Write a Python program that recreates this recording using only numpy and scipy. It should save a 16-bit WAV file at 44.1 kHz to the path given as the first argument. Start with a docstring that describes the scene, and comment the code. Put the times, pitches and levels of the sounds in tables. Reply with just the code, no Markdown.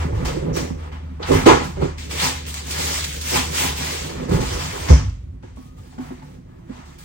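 """A small tiled utility room. Stiff frozen packets crinkle and scrape as they are pushed into a freezer's
plastic drawers, which slide and knock, while the open cabinet booms low and its motor hums.
The door thumps shut on its hissing seal, and someone steps away with a rustle of clothes and faint
squeaks. The tiles add a short tail; a phone with two microphone ports listens."""
import sys
import numpy as np
from scipy import signal
from scipy.fft import rfft, irfft, next_fast_len
from scipy.io import wavfile
from scipy.ndimage import uniform_filter1d, map_coordinates

SR = 44100
rng = np.random.default_rng(int(sys.argv[2]) if len(sys.argv) > 2 else 0)


def wav_record(signal):
    """Record a signal, one row per channel, as 16-bit PCM in the file named by sys.argv[1]."""
    frames = np.transpose(np.atleast_2d(signal))
    bounded = np.clip(frames, -1, 1)
    # unit amplitude maps onto the largest positive 16-bit level
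    quanta = np.round(bounded * 32767).astype(np.int16)
    wavfile.write(sys.argv[1], SR, quanta)


N = 310860

# modes of a plastic drawer: (pitch [Hz], width [Hz], level [dB])
DRAWER_MODES = [(294, 57, -1.5), (346.6, 41.6, 4.5), (393.2, 51, 4), (492, 47, 3.5), (571, 32, -0.5),
                (662, 180, -13.5)]
# low modes of the air in cabinet and room: (pitch [Hz], width [Hz], level [dB])
AIR_MODES = [(45, 12, -4.5), (57, 13.1, 0.5), (72.3, 17.8, -1.5), (102.5, 18, -5.5)]
# modes of the cabinet walls: (pitch [Hz], width [Hz], level [dB])
WALL_MODES = [(124, 25, -1.5), (147.3, 24.2, 4), (181.3, 25.5, -0.5), (256.3, 13.2, 0.5)]
# colour of a scraping packet or shoe: (frequency [Hz], level [dB])
SCRAPE_SPECTRUM = [(350, -20.5), (650, -3), (1000, 0.5), (1400, -4.5), (2000, -6.5), (3500, -17.5),
                   (8000, -45.5)]


def amp(db):
    """Gain of a level in dB."""
    return 10 ** (np.asarray(db) / 20)


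def unit(x):
    """x at rms 1."""
    return x / np.sqrt(np.mean(x ** 2) + 1e-20)


def along(points, hz):
    """Read (Hz, value) points on a log frequency axis."""
    f, v = np.transpose(points)
    return np.interp(np.log(hz + 1), np.log(f + 1), v)


def curves(rows):
    """One automation curve for each column after the time."""
    times, *columns = np.transpose(rows)
    return [np.interp(np.arange(N) / SR, times, column) for column in columns]


def wobble(rate):
    """A smooth random curve, rate knots a second."""
    knots = rng.standard_normal(int(N * rate / SR) + 4)
    return map_coordinates(knots, [np.arange(N) * rate / SR])


def noise():
    """Two unrelated noises, for the mid and the side of the image."""
    return rng.standard_normal((2, N))


def filtered(x, response):
    """x times a complex response of frequency."""
    size = next_fast_len(N + SR // 2)
    return irfft(rfft(x, size) * response(np.fft.rfftfreq(size, 1 / SR)), size)[..., :N]


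def coloured(x, spectrum):
    """x through a spectrum, at rms 1."""
    return unit(filtered(x, lambda hz: amp(along(spectrum, hz))))


def resonant(x, modes):
    """x through resonances of alternating sign; white noise keeps its rms."""
    def response(f):
        h = sum((-1) ** k * amp(db) * 1j * f * width / (hz * hz - f * f + 1j * f * width)
                for k, (hz, width, db) in enumerate(modes))
        return h / np.sqrt(np.mean(np.abs(h) ** 2))
    return filtered(x, response)


def patchy(x, depth_db):
    """x with random patches of gain in time and frequency."""
    spectra = signal.stft(x, nperseg=256)[2]
    field = uniform_filter1d(rng.standard_normal(spectra.shape[1:]), size=7, axis=0)
    field = uniform_filter1d(field, size=12, axis=1)
    return signal.istft(spectra * amp(depth_db * unit(field)), nperseg=256)[1][:, :N]


def burst(s, rise, t60):
    """An envelope that swells from time s and dies away, half a second at most."""
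    out, start = np.zeros(N), round(s * SR)
    t = np.arange(min(SR // 2, N - start)) / SR
    out[start:start + len(t)] = (1 - np.exp(-t / rise)) * amp(-60 * t / t60)
    return out


def blows(rows):
    """Summed bursts of (time [s], levels [dB], rise [s], t60 [s]) rows, one envelope per level."""
    return sum(amp(db)[:, None] * burst(s, rise, t60) for s, db, rise, t60 in rows)


def room_tone():
    """A steady, dark bed of noise."""
    # colour of the bed: (frequency [Hz], level [dB])
    spectrum = [(18, -34.5), (30, -5.5), (86, -6.5), (304, -32), (350, -18), (424, -36), (490, -34.5),
                (1270, -46.5), (1910, -46), (2480, -53.5), (9000, -62), (11700, -77.5), (19800, -120)]
    return amp(-46.5) * coloured(noise(), spectrum)


def cabinet():
    """Movement stirs the low air and the walls, the motor hums unevenly, runners rumble in the drawer."""
    # shaking by drawers and feet: (time [s], air boom [dB], wall drone [dB], drawer rumble [dB])
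    shaking = [(0.0, -25.5, -41, -33.5), (0.41, -42, -32.5, -35), (0.59, -36, -29.5, -28.5),
               (0.75, -35, -46.5, -44.5), (1.2, -35, -45, -62.5), (1.37, -41.5, -38.5, -39),
               (1.6, -35.5, -31.5, -38), (1.9, -35, -53.5, -71.5), (2.14, -36, -42, -40),
               (2.5, -38, -49, -53.5), (2.86, -34, -39.5, -39.5), (3.04, -35, -45.5, -48),
               (3.67, -35, -40.5, -38.5), (3.98, -38, -43.5, -41.5), (4.2, -39.5, -32, -38),
               (4.29, -35.5, -30, -34.5), (4.34, -28, -22.5, -37.5), (4.45, -35, -45, -37.5),
               (4.67, -35, -37.5, -41.5), (4.88, -34.5, -46, -40.5), (5.0, -34.5, -34.5, -51),
               (5.07, -20.5, -39.5, -56), (5.12, -31.5, -48, -66), (5.3, -38.5, -52.5, -67),
               (5.52, -50, -51, -62.5), (6.3, -48, -47, -59.5), (7.05, -71, -51, -68.5)]
    boom_db, drone_db, rumble_db = curves(shaking)
    hum_hz, wander_hz, hum_end_s, fade_s = 76, 3.48, 4.44, 0.45
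    hum_share = 0.96 * np.clip((hum_end_s - np.arange(N) / SR) / fade_s, 0, 1)
    hum = np.sqrt(2) * np.sin(2 * np.pi * np.cumsum(hum_hz + wander_hz * wobble(11)) / SR)
    boom_gain = amp(boom_db + 0.97 * wobble(25))
    boom = boom_gain * (hum_share * hum + np.sqrt(1 - hum_share ** 2) * resonant(noise(), AIR_MODES))
    drone = amp(drone_db + 2.5 * wobble(25)) * resonant(noise(), WALL_MODES)
    rumble = amp(rumble_db + 2.6 * wobble(30)) * resonant(noise(), DRAWER_MODES)
    return boom + drone + rumble


def grips():
    """Crinkle, scrape and fizz envelopes: each grip swells, holds and lets go, and their powers add."""
    # handling of packets, later of clothes and bag:
    # (start [s], rise [s], hold [s], crinkle [dB], scrape [dB], fizz [dB])
    gestures = [(0.0, 0.00057, 0.028, -48, -34.5, -51), (0.092, 0.071, 0.14, -53, -41.5, -55.5),
                (0.252, 0.0027, 0.033, -37, -34, -43.5), (0.349, 0.034, 0.13, -85, -44.5, -64),
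                (0.534, 0.036, 0.0025, -36.5, -30.5, -35.5), (0.705, 0.095, 0.066, -57.5, -47.5, -64.5),
                (0.914, 0.0044, 0.062, -58, -47, -74.5), (1.0, 0.037, 0.19, -68, -55, -72.5),
                (1.187, 0.044, 0.022, -48.5, -36.5, -65.5), (1.226, 0.055, 0.14, -38.5, -31.5, -42.5),
                (1.294, 0.048, 0.0055, -35.5, -27, -33), (1.448, 0.018, 0.027, -24, -15.5, -37.5),
                (1.62, 0.024, 0.015, -44.5, -49, -44.5), (1.72, 0.12, 0.012, -44.5, -37, -57.5),
                (1.966, .02, 0.057, -42, -53.5, -51), (2.079, 0.036, 0.15, -36, -40, -37),
                (2.13, 0.098, 0.036, -25.5, -32, -29.5), (2.456, 0.027, 0.018, -41.5, -48.5, -37),
                (2.485, 0.088, 0.002, -37.5, -42, -41.5), (2.602, 0.11, 0.065, -35, -40, -35),
                (2.72, 0.079, 0.19, -31.5, -38.5, -31.5), (3.018, 0.0062, 0.14, -38.5, -53, -38.5),
                (3.138, 0.17, 0.0037, -32, -38, -29), (3.281, 0.083, 0.0048, -24, -29, -24.5),
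                (3.459, 0.12, 0.079, -27.5, -33.5, -26), (3.735, 0.041, 0.16, -33, -38, -35.5),
                (3.908, 0.053, 0.11, -38.5, -42.5, -41.5), (4.061, 0.032, 0.15, -48.5, -41.5, -56.5),
                (4.251, 0.081, 0.03, -39, -35.5, -40.5), (4.391, 0.015, 0.24, -37.5, -38, -41.5),
                (4.586, 0.011, 0.28, -40.5, -37, -41.5), (4.872, 0.016, 0.038, -34.5, -29, -76),
                (4.947, 0.017, 0.08, -67, -61.5, -74), (5.423, 0.0045, 0.072, -62.5, -58, -78.5),
                (5.553, 0.0091, 0.11, -64, -71, -60), (5.738, 0.041, 0.13, -64, -62, -61.5),
                (5.891, .02, 0.044, -62.5, -61, -66), (5.975, 0.036, 0.075, -59.5, -48, -55),
                (6.104, 0.0082, 0.086, -62, -54.5, -67), (6.221, 0.0057, 0.12, -66.5, -60, -64),
                (6.444, 0.048, 0.26, -80, -62, -73), (6.63, 0.12, 0.054, -57.5, -48, -66.5),
                (6.837, 0.022, 0.08, -60.5, -56, -61.5), (6.976, 0.013, .06, -58, -57, -48)]
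    rest_db, release_db_per_s = (-80, -68.5, -76), (118.5, 149.5, 161)  # crinkle, scrape, fizz
    t = np.arange(0, N / SR, 0.001)
    power = amp(rest_db)[:, None] ** 2
    for s, rise, hold, *db in gestures:
        fade_db = np.outer(release_db_per_s, np.clip(t - s - rise - hold, 0, None))
        swell = np.clip((t - s) / max(rise, 1e-3), 0, 1) ** 2
        power = power + (swell * amp(np.array(db)[:, None] - fade_db)) ** 2
    return [np.interp(np.arange(N) / SR, t, layer) for layer in np.sqrt(power)]


def packets():
    """Frozen film buckles in dense, uneven clumps of clicks; heavy packets scrape."""
    # single snaps of the film: (time [s], level [dB])
    snap_cues = [(0.249, -38), (0.9217, -62), (0.5405, -48), (0.562, -46), (1.3166, -38.5), (1.4667, -31.5),
                 (1.9808, -48.5), (2.11, -43), (2.1997, -35), (2.4523, -45), (2.464, -37.5), (2.541, -33),
                 (2.6656, -46), (2.709, -36), (3.041, -29.5), (3.139, -49), (3.2123, -33.5), (3.545, -38),
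                 (3.868, -38.5), (4.2923, -44), (4.414, -46), (4.8877, -43), (5.095, -55), (5.9836, -58),
                 (6.9842, -63.5)]
    # colour of the crinkle: (frequency [Hz], level [dB])
    film_spectrum = [(900, -27.5), (1500, -0.5), (2200, 4), (4000, 2.5), (7000, 0.5), (9000, -6.5),
                     (11000, -28)]
    # colour of the top-octave fizz: (frequency [Hz], level [dB])
    fizz_spectrum = [(7500, -13.5), (10000, -2.5), (11500, -5), (14000, -10), (16000, -6.5)]
    # each packet has its own brightness: (time [s], treble over middle [dB])
    brightness = [(0.0, 9.5), (0.25, 2), (0.55, 5.5), (0.75, 0), (0.95, -9.5), (1.15, -3), (1.3, 2.5),
                  (1.5, -1), (1.8, 2.5), (2.0, -0.5), (2.25, 0), (2.46, -1.5), (2.55, 8.5), (2.65, 2),
                  (2.8, 2.5), (3.0, 4), (3.15, 0), (3.25, 7.5), (3.37, -1.5), (3.5, 6), (3.65, -1.5),
                  (3.9, -1), (4.2, 2), (4.42, 0.5), (4.5, 5), (4.9, 1), (5.5, -2.5), (6.2, 2.5), (7.05, 2)]
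    crossover_hz = 3800
    crinkle, scrape, fizz = grips()
    clicks = patchy(noise() * amp(0.9 * rng.exponential(size=N)), depth_db=1.3)
    snaps, = blows([(s, [db], 0.0008, 0.05) for s, db in snap_cues])
    buckling = amp(0.3 * wobble(25) + 0.19 * wobble(140)) + snaps / crinkle
    body = coloured(clicks, film_spectrum)
    middle = filtered(body, lambda hz: 1 / (1 + (hz / crossover_hz) ** 4))
    tilt_db, = curves(brightness)
    tinted = amp(-tilt_db / 2) * middle + amp(tilt_db / 2) * (body - middle)
    film = buckling * (crinkle * tinted + fizz * coloured(clicks, fizz_spectrum))
    drag = scrape * amp(0.52 * wobble(50))
    return film + drag * coloured(patchy(noise(), depth_db=1.5), SCRAPE_SPECTRUM)


def knocks():
    """A firm, rough push shakes drawer and walls, moves the low air, and slaps and rings the front."""
    # packets and drawers landing, soft packets more slowly:
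    # (time [s], drawer [dB], walls [dB], slap [dB], thud [dB], rise [s])
    hits = [(0.041, -31.5, -21.5, -46, -32.5, 0.0016), (0.122, -36, -38, -35, -16, 0.0018),
            (0.127, -33.5, -39, -42, -9.5, 0.015), (0.213, -33.5, -25, -44.5, -14, 0.0045),
            (0.2508, -34, -45, -25, -35, 0.001), (0.363, -20.5, -27, -36, -23.5, 0.0025),
            (0.462, -29, -31, -37.5, -28, .001), (0.497, -31, -37, -33.5, -36, 0.0051),
            (0.564, -21.5, -35, -44.5, -29, 0.0012), (0.7, -30.5, -18.5, -35.5, -28.5, 0.0022),
            (0.921, -58, -40.5, -42.5, -35, 0.003), (1.195, -24, -37, -34, -35, 0.0055),
            (1.279, -14.5, -15.5, -35, -12.5, 0.011), (1.303, -10.5, -22.5, -28, -22, 0.0013),
            (1.314, -13.5, -18, -14.5, -22, 0.0037), (1.334, -9.5, -15.5, -31.5, -7, 0.017),
            (1.407, -33.5, -21, -38.5, -18.5, 0.0082), (1.461, -1.5, -23.5, -14, -22.5, 0.0015),
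            (1.469, -6.5, -20, -10, -24, 0.0034), (1.485, -13.5, -24, -6.5, -22, 0.0029),
            (1.498, -13, -23, -16, -28.5, 0.0013), (1.507, -15, -22.5, -20.5, -37, 0.00088),
            (1.524, -34, -35.5, -19, -27, 0.002), (1.612, -32, -40.5, -26.5, -36.5, 0.0016),
            (1.764, -17.5, -18, -35.5, -17, 0.0098), (1.803, -21.5, -18, -37, -37.5, 0.0064),
            (1.813, -20.5, -17, -33.5, -28.5, 0.0022), (1.821, -25.5, -25.5, -26, -38.5, 0.00061),
            (1.838, -16, -30, -36, -33.5, 0.0045), (2.209, -19, -18.5, -18.5, -28, 0.04),
            (2.738, -25.5, -28, -31.5, -28, 0.1), (3.307, -16, -17, -27, -33.5, 0.037),
            (3.352, -33.5, -25.5, -14, -20.5, 0.019), (3.598, -31, -24, -21, -29, 0.066),
            (3.644, -28.5, -40.5, -36, -34, 0.00093), (3.796, -35.5, -25.5, -31.5, -42, 0.032),
            (4.286, -29.5, -23, -28.5, -24, 0.002), (4.31, -26, -8.5, -25.5, -20.5, 0.0025),
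            (4.32, -20, -18.5, -39, -23, 0.0016), (4.34, -21.5, -19.5, -24.5, -23, 0.0029),
            (4.363, -22.5, -36.5, -30, -28, 0.0032), (4.386, -24.5, -16.5, -28, -48, 0.002),
            (4.409, -28.5, -21.5, -37, -24, 0.0025), (4.426, -38, -24, -27, -30, 0.0039),
            (4.505, -34, -32.5, -56, -24, 0.0027), (4.885, -33, -12.5, -39, -20.5, 0.0034),
            (4.898, -17, -22, -23.5, -16, 0.0021), (4.964, -43, -32, -45, -19, 0.0019)]
    # modes of the drawer front: (pitch [Hz], width [Hz], level [dB])
    front_modes = [(760, 23, -13), (893, 26, -6), (1004, 23, 9.5), (1140, 40, -13), (1370, 50, -9.5),
                   (1690, 110, -16), (2050, 56, -6), (2494, 60, -9)]
    # colour of the slap: (frequency [Hz], level [dB])
    slap_spectrum = [(450, -11), (650, 6.5), (800, 24.5), (1000, 20), (1300, 12), (2000, -6), (4000, -21.5),
                     (9000, -39.5), (16000, -28.5)]
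    contact_t60_s, t60_per_rise = 0.054, 4  # the slower the push, the longer the contact
    contacts = [(s, db, rise, contact_t60_s + t60_per_rise * rise) for s, *db, rise in hits]
    push, shake, slap, thud = blows(contacts)
    rough, firm = noise(), np.array([[1], [-0.6]])  # mid and side: the push is heard from the right
    drawer = resonant(push * (rough + 2.1 * firm), DRAWER_MODES)
    walls = resonant(shake * (rough + 0.47 * firm), WALL_MODES)
    air = resonant(thud * (rough + 0.5 * firm), AIR_MODES)
    front = amp(-6.5) * resonant(slap * noise(), front_modes)
    return drawer + walls + air + front + slap * coloured(noise(), slap_spectrum)


def gasket():
    """Air hisses past the door seal."""
    # rushes of air: (time [s], level [dB], t60 [s])
    rushes = [(0.527, -38, 0.45), (4.887, -29, 0.35)]
    # band of the hiss: (centre [Hz], width [Hz], level [dB])
    hiss_band = [(5730, 1600, 0)]
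    flow = sum(amp(db) * burst(s, rise=0.03, t60=t60) for s, db, t60 in rushes)
    return flow * resonant(resonant(noise(), hiss_band), hiss_band)


def brief_resonances():
    """Brief bands of resonant noise: rubs, a dull tap, ringing footfalls and faint low tones."""
    # noise bands: (time [s], rise [s], t60 [s], pitch [Hz], width [Hz], level [dB])
    bands = [(0.92, 0.0033, .25, 2100, 1350, -49), (1.245, 0.0057, .08, 1100, 201.5, -41),
             (4.41, .04, 0.38, 2400, 350, -33), (4.415, .02, 0.31, 930, 91.3, -38.5),
             (4.61, .015, .1, 1310, 246, -38.5), (4.9, 0.0082, .15, 2310, 310, -33.5),
             (5.43, .008, 0.12, 1550, 200, -52), (5.575, .015, 0.23, 850, 200, -52.5),
             (6.255, 0.018, .4, 506, 25, -52), (6.5, 0.073, 0.94, 345, 13, -48),
             (6.765, 0.012, 0.17, 850, 72, -47)]
    return sum(resonant(amp(db) * burst(s, rise, t60) * noise(), [(hz, width, 0)])
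               for s, rise, t60, hz, width, db in bands)


def catch():
    """A catch clicks: a short rattle rings its hard plastic."""
    # upper modes of the catch: (pitch [Hz], width [Hz], level [dB])
    upper_modes = [(2580, 500, 0), (3980, 650, 5.5), (4840, 800, 0), (6620, 500, -14.5)]
    low_mode = (1900, 600, -4)
    rattle = amp(-30.5) * burst(1.2262, rise=0.0015, t60=0.11) * noise()
    return resonant(rattle, upper_modes + [low_mode])


def door():
    """The panel lands and rings lower as trapped air escapes; it jolts its inner skin, walls and air."""
    shut_s, first_hz, last_hz, glide_s, skin_hz = 4.9035, 120, 65, 0.012, 150
    t = np.clip(np.arange(N) / SR - shut_s, 0, None)
    cycles = last_hz * t + (first_hz - last_hz) * glide_s * (1 - np.exp(-t / glide_s))
    panel = amp(12) * burst(shut_s, rise=0.025, t60=0.16) * np.sin(2 * np.pi * cycles)
    skin = amp(-12.5) * burst(shut_s, rise=0.0045, t60=0.34) * np.sin(2 * np.pi * skin_hz * t)
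    contact = burst(shut_s - 0.006, rise=0.0051, t60=0.14) * noise()
    jolt = amp(-13.5) * resonant(contact, WALL_MODES + DRAWER_MODES)
    air = amp(-7) * resonant(burst(shut_s, rise=0.074, t60=0.25) * noise(), AIR_MODES)
    return panel + skin + jolt + air


def steps():
    """Each step rings the floor, moves the low air, taps the sole and scuffs."""
    # footfalls: (time [s], floor [dB], tap [dB], scuff [dB], thud [dB])
    footfalls = [(5.431, -29, -46, -51, -31), (5.514, -54, -63, -60, -31), (5.569, -32.5, -44, -61.5, -34),
                 (5.777, -52, -50, -68, -30.5), (5.862, -42, -59, -63, -33), (5.925, -48, -52, -51, -43),
                 (5.979, -21.5, -34.5, -42, -48), (6.102, -24, -45.5, -61, -28),
                 (6.218, -39.5, -44, -44, -51), (6.638, -59, -71, -63, -47), (6.661, -58, -63, -67, -48),
                 (6.692, -23.5, -64, -66, -33), (6.779, -38, -51, -55, -49)]
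    # modes of the floor under a shoe: (pitch [Hz], width [Hz], level [dB])
    floor_modes = [(182, 100, -9), (252.6, 21, 5.5), (298, 31, -6), (363, 22, -5.5), (517, 50, -12.5)]
    # modes of the hard sole: (pitch [Hz], width [Hz], level [dB])
    sole_modes = [(600, 33, -12), (734, 65, 10), (880, 93, 5), (1100, 60, 3), (1450, 79, -8)]
    step_rise_s, step_t60_s, tap_rise_s, tap_t60_s = 0.0032, 0.067, 0.0008, 0.092
    floor, _, scuff, thud = blows([(s, db, step_rise_s, step_t60_s) for s, *db in footfalls])
    tap, = blows([(s, [db], tap_rise_s, tap_t60_s) for s, _, db, *_ in footfalls])
    rough = noise()
    weight = resonant(floor * (0.98 * rough + 0.56), floor_modes) + resonant(thud * rough, AIR_MODES)
    return weight + resonant(tap * rough, sole_modes) + scuff * coloured(rough, SCRAPE_SPECTRUM)


def squeaks():
    """Faint, thin, unsteady tones fade in and out."""
    # one contour for each squeak: (time [s], pitch [Hz], level [dB])
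    contours = [
        [(5.61, 1235, -66), (5.7, 1230, -61), (5.765, 1260, -59)],
        [(5.765, 1210, -51), (5.815, 1230, -53)],
        [(5.8, 1520, -68), (5.9, 1740, -63)],
        [(6.5, 1700, -66), (6.6, 1700, -66)],
    ]
    fade_s, wander_hz = 0.019, 22
    t, out = np.arange(N) / SR, 0
    for rows in contours:
        hz, db = curves(rows)
        swell = np.clip(np.minimum(t - rows[0][0], rows[-1][0] - t) / fade_s, 0, 1)
        gain = swell * amp(db + 2.2 * wobble(77))
        out = out + gain * np.sin(2 * np.pi * np.cumsum(hz + wander_hz * wobble(150)) / SR)
    return out


def tiled_reverb(send):
    """Each frequency of the room's tail dies at its own speed."""
    # decay of the room: (frequency [Hz], t60 [s])
    decay = [(100, 0.45), (500, 0.37), (2000, 0.39), (8000, 0.048), (16000, 0.17)]
    # the tiles return less of the low middle: (frequency [Hz], level [dB])
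    return_eq = [(60, -1), (130, -4), (400, -6.5), (900, -1.5), (3000, -0.5)]
    hz, t, spectra = signal.stft(rng.standard_normal((2, SR // 2)), SR, nperseg=256)
    tail = signal.istft(spectra * amp(-60 * t / along(decay, hz)[:, None]), SR, nperseg=256)[1]
    wet = signal.fftconvolve(send, tail / np.linalg.norm(tail[0]), axes=1)[:, :N]
    return filtered(wet, lambda f: amp(along(return_eq, f)))


def stereo_image(mid_side):
    """Mid and side become left and right, each frequency with its own width and lean."""
    # stereo width: bass centred, middle diffuse, treble at 9-13 kHz opposite in left and right:
    # (frequency [Hz], side over mid [dB])
    width = [(60, -25.5), (110, -19.5), (200, -7.5), (380, 3.5), (700, 2.5), (2400, -0.1), (8800, 1.7),
             (9400, 27.5), (12900, 90.5), (13500, 0), (16000, 7.5)]
    # stereo balance: (frequency [Hz], left over right [dB])
    balance = [(110, -0.7), (200, -2), (380, -6), (700, -1.5), (2400, 1.4), (5000, -0.5)]
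    left_lag_s, direct_share, direct_top_hz = 0.00053, 0.74, 2100  # sound comes from the right
    size = next_fast_len(N + SR // 2)
    hz = np.fft.rfftfreq(size, 1 / SR)
    spread = np.arctan(amp(along(width, hz)))
    lag_shape = np.clip(3 * np.sin(2 * np.pi * hz * left_lag_s), -1, 1)
    direct = lag_shape * direct_share / (1 + (hz / direct_top_hz) ** 4)
    centre, diffuse = np.sqrt(2) * rfft(mid_side, size)
    mid = centre * np.cos(spread)
    # a delay between left and right puts the side a quarter cycle behind the mid
    side = (np.sqrt(1 - direct ** 2) * diffuse - 1j * direct * centre) * np.sin(spread)
    lean = amp(along(balance + [(8500, 0)], hz) / 2)
    return irfft([(mid + side) * lean, (mid - side) / lean], size)[:, :N]


def scene():
    """The stereo mix; only rustle and hits feed the reverb."""
    rustle = packets()
    hits = knocks() + steps() + catch() + brief_resonances()
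    wet = tiled_reverb(amp(-12.5) * rustle + amp(-4.0) * hits)
    return stereo_image(rustle + hits + wet + cabinet() + door() + gasket() + squeaks() + room_tone())


def record(dry):
    """The phone loses the deepest bass, soft-clips at full scale and cuts all above its band limit."""
    low_cut_hz, top_hz = 33, 16050
    heard = filtered(dry, lambda hz: 1 / (1 + (low_cut_hz / (hz + 1)) ** 4))
    clipped = heard / (1 + np.abs(heard) ** 12) ** (1 / 12)
    return filtered(clipped, lambda hz: hz < top_hz)


dry = scene()
out = record(dry)
wav_record(out)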